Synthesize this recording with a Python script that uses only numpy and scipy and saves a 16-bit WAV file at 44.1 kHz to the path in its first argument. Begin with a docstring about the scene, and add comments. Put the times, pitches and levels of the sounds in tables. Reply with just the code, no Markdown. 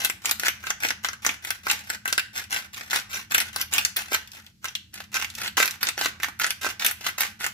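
"""A plastic pepper mill is twisted to and fro in a small kitchen, about five strokes a second.
Corns crack as sharp bursts of noise, over a crunch of crumbs made from a dense shower of tiny ticks.
The plastic jar rings briefly through resonant filters; the worktop and walls answer with fading noise echoes.
Behind it an appliance rumbles faintly: low noise that swells slowly, with a trace of hiss."""
import sys
import numpy as np
from scipy import signal
from scipy.fft import rfft, irfft, next_fast_len
from scipy.io import wavfile
from scipy.ndimage import uniform_filter1d, map_coordinates

SR = 44100
rng = np.random.default_rng(int(sys.argv[2]) if len(sys.argv) > 2 else 0)


def store_wav(level_fs):
    """Save 16-bit WAV to argv[1]."""
    pcm = np.round(np.clip(np.atleast_2d(level_fs), -1, 1) * 32767)
    wavfile.write(sys.argv[1], SR, pcm.T.astype(np.int16))


N = 332073
T = np.arange(N) / SR  # time in seconds

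# Colour of the appliance rumble. Each row: frequency in Hz, relative level per Hz in dB.
RUMBLE_COLOUR = [(25, -38), (45, -9.5), (65, -12.5), (81, 1), (100, -6), (124, -6), (150, -17.5),
                 (215, -3.5), (260, -27), (312, -16.5), (415, -38), (700, -59)]
# How the rumble swells. Each row: time in seconds, level in dB.
RUMBLE_SWELL = [(0.0, -56.5), (2.75, -58.5), (3.61, -55), (4.55, -62), (5.51, -54.5), (5.68, -56.5),
                (6.56, -57), (7.13, -58), (7.53, -57)]
# Colour of the hiss. Each row: frequency in Hz, relative level per Hz in dB.
HISS_COLOUR = [(300, 7), (988, -15), (1540, -2), (4080, 3), (9000, -3), (16000, -5)]
# How alike background and echoes are on the two sides. Each row: frequency in Hz, likeness from 0 to 1.
LEFT_RIGHT_LIKENESS = [(30, 0.62), (80, 0.95), (200, 0.95), (400, 0.57), (700, 0.13), (1400, 0),
                       (16000, 0.074)]
# Echoes of the kitchen. 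Each row: frequency in Hz, worktop level in dB, seconds for it to fall 60 dB,
# walls level in dB, seconds for it to fall 60 dB.
ECHOES = [(305, -2.5, 0.072, -14, 0.31), (1080, -3.5, 0.091, -12.5, 0.43), (2300, 7, 0.058, -4.5, 0.33),
          (6350, -3.5, 0.043, -13, 0.3), (12900, -1.5, 0.077, -15, 0.26)]
# Rings of the plastic jar. Each row: frequency in Hz, width in Hz, gain of the added ring in dB.
JAR_RINGS = [(340, 9.6, -25), (828, 149, 4.5), (1453, 38, -1), (1548.4, 35, 4), (1990, 48, -9),
             (2790, 400, -4.5), (5880, 370, -6)]
# Where the mill is. Each row: time in seconds, milliseconds by which the left side hears it first
# (before the sway), left minus right level in dB.
MILL_PLACE = [(0, 0.15, 0.5), (2, 0.21, -0.1), (4.4, 0.21, 0), (5, 0.038, -0.5), (6.2, 0.026, -1.5),
              (7.53, 0.038, -1)]
# Edges in Hz of the four bands of the mill's sound: low knock, jar body, rasp and treble snap.
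BAND_EDGES_HZ = [230, 1100, 2300, 8000, 17000]
# Twists of the wrist. Each row: start in seconds, seconds to full pressure, length in seconds,
# crunch level at the first bite in dB, crunch level at full pressure in dB (both before the flicker and trim).
STROKES = [(0, 0.053, 0.12, -30.5, -26.5), (0.218, 0.06, 0.14, -46.5, -25),
           (0.387, 0.073, 0.11, -46, -23.5), (0.599, 0.095, 0.16, -50.5, -32),
           (0.801, 0.061, 0.13, -45.5, -26), (1.031, 0.011, 0.13, -43, -32),
           (1.219, 0.036, 0.15, -43.5, -27.5), (1.421, .06, 0.17, -39.5, -35),
           (1.633, 0.081, .19, -40.5, -27.5), (1.832, 0.1, 0.16, -46.5, -36.5),
           (2.052, 0.081, .2, -34, -42.5), (2.326, 0.054, 0.13, -51, -29), (2.499, 0.03, 0.17, -42, -27),
           (2.728, 0.049, 0.23, -41, -38), (2.899, 0.057, 0.12, -32, -20.5), (3.09, 0.078, .16, -43.5, -28),
           (3.298, 0.042, .2, -43, -22), (3.528, 0.083, 0.14, -37.5, -35), (3.709, 0.039, 0.21, -41, -26),
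           (3.96, 0.0022, 0.16, -44, -26.5), (4.099, 0.028, 0.098, -44, -21.5),
           (4.262, 0.098, 0.25, -68, -43), (4.616, 0.039, 0.12, -56, -34), (4.926, 0.055, 0.14, -51.5, -40),
           (5.117, 0.04, 0.18, -45, -26.5), (5.29, 0.16, 0.22, -55.5, -30.5),
           (5.569, 0.037, .19, -21.5, -25), (5.807, 0.09, 0.11, -35, -32.5),
           (5.971, 0.05, 0.14, -39.5, -21), (6.187, 0.052, .12, -65, -29.5),
           (6.389, 0.076, 0.14, -40, -27.5), (6.61, 0.059, .14, -34, -27), (6.794, 0.091, 0.14, -33, -29),
           (6.976, 0.095, 0.15, -57, -26), (7.179, 0.056, .14, -26, -25), (7.391, 0.062, 0.14, -42, -29.5)]
# Single cracks and knocks, loud ones and faint lone ones. Each row: time in seconds,
# crack level in dB before the trim, how hard it jolts the jar relative to that in dB.
CRACKS = [(0.018, -38, 4.5), (0.048, -22, -8), (0.0988, -29.5, 2.5), (.2482, -37.5, 5), (0.257, -20.5, -6),
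          (0.3113, -16.5, -3), (0.3975, -28, -0.5), (0.4338, -32.5, 5.5), (.4674, -25, 2.5),
          (0.483, -19, -1.5), (.6393, -37, -0.5), (0.669, -33.5, 1), (0.7046, -24, 4.5),
          (0.8245, -41.5, 8.5), (0.8345, -29, 1), (0.8495, -23, 2), (0.8868, -25, -11), (.9055, -24.5, 3),
          (1.0469, -25.5, 1), (1.0868, -29.5, 1), (1.132, -35, 0), (1.249, -29.5, 4.5), (1.2645, -17.5, 1),
          (1.2916, -26.5, 5.5), (1.449, -36.5, 2.5), (1.5054, -19.5, -1), (1.6682, -31.5, 3.5),
          (1.6999, -20, -10), (1.7127, -22, 1), (1.901, -23, -3), (1.949, -36, 0), (2.056, -32.5, 5),
          (2.078, -26.5, 1.5), (2.127, -18, -3.5), (2.1791, -20, -2), (2.1953, -26, -7.5),
          (2.3783, -27.5, -8), (2.4403, -39.5, -15), (2.5076, -38.5, 3), (2.5286, -30, 2),
          (2.5627, -32.5, 8.5), (2.7445, -39, -10), (2.8103, -39, 6), (2.909, -23.5, -8.5),
          (2.9313, -27, 2), (2.9598, -23, 2), (2.998, -38, -18), (3.1445, -31, 2), (3.3109, -33.5, 1),
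          (3.3205, -27, 4), (3.3465, -15.5, -3), (3.381, -21, -3), (3.4027, -20.5, -8), (3.5615, -24, -1),
          (3.6139, -21.5, -22), (3.7373, -20.5, -6), (3.7626, -28.5, -7), (3.782, -15, -7.5),
          (3.8502, -16.5, -3.5), (3.9674, -24, -9.5), (4.121, -38, 12), (4.1315, -25.5, -13),
          (4.147, -20.5, -8), (4.275, -45, -17), (4.3178, -43, -18), (4.359, -45.5, -19), (4.385, -61, 12),
          (4.465, -42.5, -23), (4.6439, -34, 3), (4.6845, -32.5, -4), (4.7525, -23.5, -12.5),
          (4.9412, -41, -16), (4.977, -39.5, 1.5), (5.004, -39, 4), (5.041, -46.5, -7), (5.143, -29.5, 0),
          (5.1675, -25, -2), (5.2145, -31.5, -3.5), (5.224, -29, 3.5), (5.2455, -30, -2),
          (5.3015, -35, -16), (5.352, -33.5, -24), (5.395, -46, -8), (5.4166, -32, 1), (5.4601, -33, 1.5),
          (5.4774, -26, -2), (5.5793, -25, 7), (5.6015, -22, 4), (5.6272, -17.5, 0.5), (5.657, -21.5, -9),
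          (5.6779, -23.5, -2.5), (5.7098, -32.5, -8), (5.83, -20.5, -0.5), (5.8699, -25.5, 4),
          (5.888, -18.5, -6.5), (5.978, -30.5, 7.5), (6.0122, -24, 4), (6.047, -29, -4), (6.0592, -25, 6),
          (6.201, -42, 5.5), (6.233, -26.5, 2.5), (6.2445, -31.5, 5), (6.285, -38.5, 5.5),
          (6.3979, -27, 0.5), (6.444, -23, -1.5), (6.466, -24, -6), (6.5059, -22.5, -6.5),
          (6.6178, -40, -4), (6.6463, -30.5, 3), (6.6654, -28, 4), (6.702, -36, -1), (6.7969, -31, -7.5),
          (6.8222, -26.5, -0.5), (6.8477, -22, 0), (6.864, -19, -8), (6.912, -32.5, 0), (7.011, -45, 7),
          (7.0508, -36, -4), (7.0659, -24.5, 0.5), (7.0896, -35, 5), (7.1835, -26.5, 5), (7.207, -27, 1),
          (7.223, -31, -1), (7.2336, -26.5, 4), (7.409, -38.5, 9), (7.443, -26, -2), (7.4648, -28, 2)]
# Tone of the microphone. Each row: frequency in Hz, gain in dB.
MIC_TONE = [(25, -2.5), (100, 3.5), (3000, 1), (6000, 3.5), (7800, 2), (9000, -4), (10500, 2), (12500, 1),
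            (15500, -2), (16200, -38), (17500, -40)]

HISS_DB = -69
EASE_DB = -24.5  # fall of the crunch from full pressure to the end of a twist
# Level of the crunch's jar part, relative to the rasp, at first bite, full pressure and end of a twist
JAR_BITE_DB, JAR_FULL_DB, JAR_END_DB = -4, -3, -1.5
# The low knock grows with the jolt; knock and snap also differ by chance
KNOCK_PER_JOLT, KNOCK_SCATTER_DB, SNAP_SCATTER_DB = 1.64, 1.5, 5
COLOUR_DB = 4  # how strongly each shell favours its own broad frequency regions
TOP_HZ, CEILING = 16900, .9  # treble cut-off, and the size at which peaks are rounded off


def undb(db):
    """Turns decibels into an amplitude factor."""
    return 10 ** (np.asarray(db) / 20)


def rms(x):
    """Root-mean-square size of a signal."""
    return np.sqrt(np.mean(x ** 2))


def colour(x, table, curve=undb):
    """Weights a signal by a (Hz, value) table, with straight lines on a log-frequency axis."""
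    size = next_fast_len(x.shape[-1])
    hz, value = np.transpose(table)
    bins_hz = np.arange(size // 2 + 1) * SR / size
    gain = curve(np.interp(np.log(bins_hz + 1), np.log(hz), value))
    return irfft(rfft(x, size) * gain, size)[..., :x.shape[-1]]


def band(x, k):
    """Cuts out the k-th band, overlapping its neighbours so they add up flat; white noise keeps its power."""
    lo, hi = BAND_EDGES_HZ[k:k + 2]
    share = [(lo / 1.2, 0), (lo * 1.2, 1), (hi / 1.2, 1), (hi * 1.2, 0)]
    return colour(x, share, np.asarray) * np.sqrt(SR / 2 / (hi - lo))


def noise_pair(size, likeness):
    """Left and right noise, as alike as the table says: a shared part plus an opposite part."""
    mid, side = rng.standard_normal((2, size))
    mid = colour(mid, likeness, lambda c: np.sqrt((1 + np.clip(c, 0, 1)) / 2))
    side = colour(side, likeness, lambda c: np.sqrt((1 - np.clip(c, 0, 1)) / 2))
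    return np.array([mid + side, mid - side])


def rumble():
    """An appliance's low noise swells slowly, over a steady trace of hiss."""
    low = colour(noise_pair(N, LEFT_RIGHT_LIKENESS), RUMBLE_COLOUR)
    hiss = colour(noise_pair(N, LEFT_RIGHT_LIKENESS), HISS_COLOUR)
    swell = undb(np.interp(T, *np.transpose(RUMBLE_SWELL)))
    return low / rms(low) * swell + hiss / rms(hiss) * undb(HISS_DB)


def kitchen(x, worktop_ms=0.9, walls_ms=19.2, size=26000):
    """Worktop and hands scatter a short dense echo, the walls a longer one that builds up more slowly."""
    t = np.arange(size) / SR
    hz = [row[0] for row in ECHOES]
    near = noise_pair(size, LEFT_RIGHT_LIKENESS)
    far = noise_pair(size, LEFT_RIGHT_LIKENESS)
    echo = 0
    for k, (_, near_db, near_t60, far_db, far_t60) in enumerate(ECHOES):
        share = list(zip(hz, np.eye(len(hz))[k]))  # 1 at this frequency, 0 at the other rows
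        worktop = (near, near_db, near_t60, worktop_ms)
        walls = (far, far_db, far_t60, walls_ms)
        for noise, db, t60, build_ms in (worktop, walls):
            build = np.clip(t / (build_ms / 1000), 0, 1) ** 2
            fade = np.exp(-np.log(1000) * t / t60) * build
            fade = fade / np.sqrt(np.sum(fade ** 2))
            echo = echo + undb(db) * fade * colour(noise, share, np.asarray)
    return signal.fftconvolve(x[None], echo, axes=1)[:, :N]


def jar(x):
    """The plastic jar adds its short rings to whatever shakes it, one resonant filter per ring."""
    rings = 0
    for hz, width, db in JAR_RINGS:
        b, a = signal.iirpeak(hz, hz / width, fs=SR)
        rings = rings + undb(db) * signal.lfilter(b, a, x)
    return x + rings


def crunch(per_s=1200., scatter_db=4.0, knock_db=-10.5, direct_db=-10.0, flicker_db=4.5, grip_ms=1.3):
    """Crumbs split in a dense shower of unequal ticks; the pressure flickers as corns feed in."""
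    chance = rng.random((3, N))
    size_db = np.minimum(-scatter_db * np.log(1 - chance[2]), 15)  # many small ticks, few big ones
    ticks = (chance[0] < per_s / SR) * np.sign(chance[1] - .5) * undb(size_db)
    steps = np.repeat(rng.standard_normal(N // 300 + 1), 300)
    feed = uniform_filter1d(steps, 300)[:N]  # random levels joined by smooth ramps
    knock, body, rasp, snap = (band(ticks / rms(ticks), k) for k in range(4))
    jar_part = body + undb(knock_db) * knock
    bright_part = rasp + snap
    out = np.zeros(N)
    jar_part_db = [JAR_BITE_DB, JAR_FULL_DB, JAR_END_DB]
    for start, rise, length, bite_db, full_db in STROKES:
        s = [start, start + rise, start + max(length, rise + .01)]
        db = [bite_db, full_db, full_db + EASE_DB]
        span = slice(int(s[0] * SR), min(int(s[-1] * SR), N))
        t = T[span]
        grip = np.clip((t - s[0]) / (grip_ms / 1000), 0, 1)  # the burrs bite in about a millisecond
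        mix = bright_part[span] + undb(np.interp(t, s, jar_part_db)) * jar_part[span]
        out[span] += grip * undb(np.interp(t, s, db)) * mix
    return undb(direct_db + flicker_db * feed) * out


def cracks(burst_ms=0.49, splinter=0.56, knock_db=-15.5, jar_db=-2.0, snap_db=-0.5, direct_db=-5.0, size=256):
    """Each break is one sharp step with splinters after it; its jolt sets how much the jar answers."""
    s, crack_db, jolt_db = np.transpose(CRACKS)
    chance = rng.standard_normal((len(s), size + 2))
    fade = np.exp(-np.arange(size) / SR / (burst_ms / 1000))
    burst = splinter * chance[:, 2:] * fade
    burst[:, 0] = 1  # the sharp step
    # A snap this short is white: even out its spectrum so only fine ripples stay, then tint it
    tint = 3 * uniform_filter1d(rng.standard_normal((len(s), size // 2 + 1)), size=9, axis=1)
    spectrum = rfft(burst, axis=1)
    smooth = np.sqrt(uniform_filter1d(np.abs(spectrum) ** 2, size=5, axis=1))
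    burst = irfft(spectrum / smooth * undb(COLOUR_DB * tint), axis=1)
    lead = size // 8  # room for what the evening-out spreads ahead of the step
    burst = np.roll(burst, lead, axis=1)
    burst /= np.sqrt(np.mean(burst ** 2, axis=1, keepdims=True))
    knock = knock_db + KNOCK_PER_JOLT * jolt_db + KNOCK_SCATTER_DB * chance[:, 0]
    body = jolt_db + jar_db
    rasp = 0 * s
    snap = snap_db + SNAP_SCATTER_DB * chance[:, 1]
    levels_db = crack_db + np.array([knock, body, rasp, snap])
    out = 0
    for k, db in enumerate(levels_db):
        train = np.zeros(N + size)
        for i, gain, shape in zip((s * SR).astype(int) - lead, undb(db), burst):
            train[i:i + size] += gain * shape
        out = out + band(train[:N], k)
    return undb(direct_db) * out  # the echoes supply the rest of each crack's level


def scene(count=5, hold_s=.1, sway_ms=0.048):
    """Places the mill between left and right, adds its changing echoes and the background rumble."""
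    mill = jar(cracks() + crunch())
    s, lead_ms, pan_db = np.transpose(MILL_PLACE)
    pan_db = np.interp(T, s, pan_db)
    # The hands rock the mill from side to side, so the delay of the right side sways
    steps = np.repeat(rng.standard_normal(N // 2000 + 1), 2000)
    sway = uniform_filter1d(steps, 1000)[:N]
    lag = (np.interp(T, s, lead_ms) + sway * sway_ms) * SR / 1000  # in samples
    right = map_coordinates(mill, [np.arange(N) - lag], order=3)
    direct = np.array([mill, right])
    # The mill wanders over the worktop, so its echo paths keep changing: spots take turns and cross-fade
    hold = int(hold_s * SR)
    spot = np.arange(N) // hold % count
    echo = 0
    for k in range(count):
        turn = np.sqrt(uniform_filter1d(1. * (spot == k), hold // 2))
        echo = echo + kitchen(mill * turn)
    return (direct + echo) * undb(np.array([pan_db, -pan_db]) / 2) + rumble()


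def record(dry):
    """The microphone dips near 9 kHz, the loudest peaks are rounded and the top is cut."""
    toned = colour(dry, MIC_TONE)
    rounded = CEILING * np.tanh(toned / CEILING)
    top_cut = signal.ellip(8, .2, 70, TOP_HZ, fs=SR, output="sos")
    return signal.sosfilt(top_cut, rounded)


dry = scene()
out = record(dry)
store_wav(out)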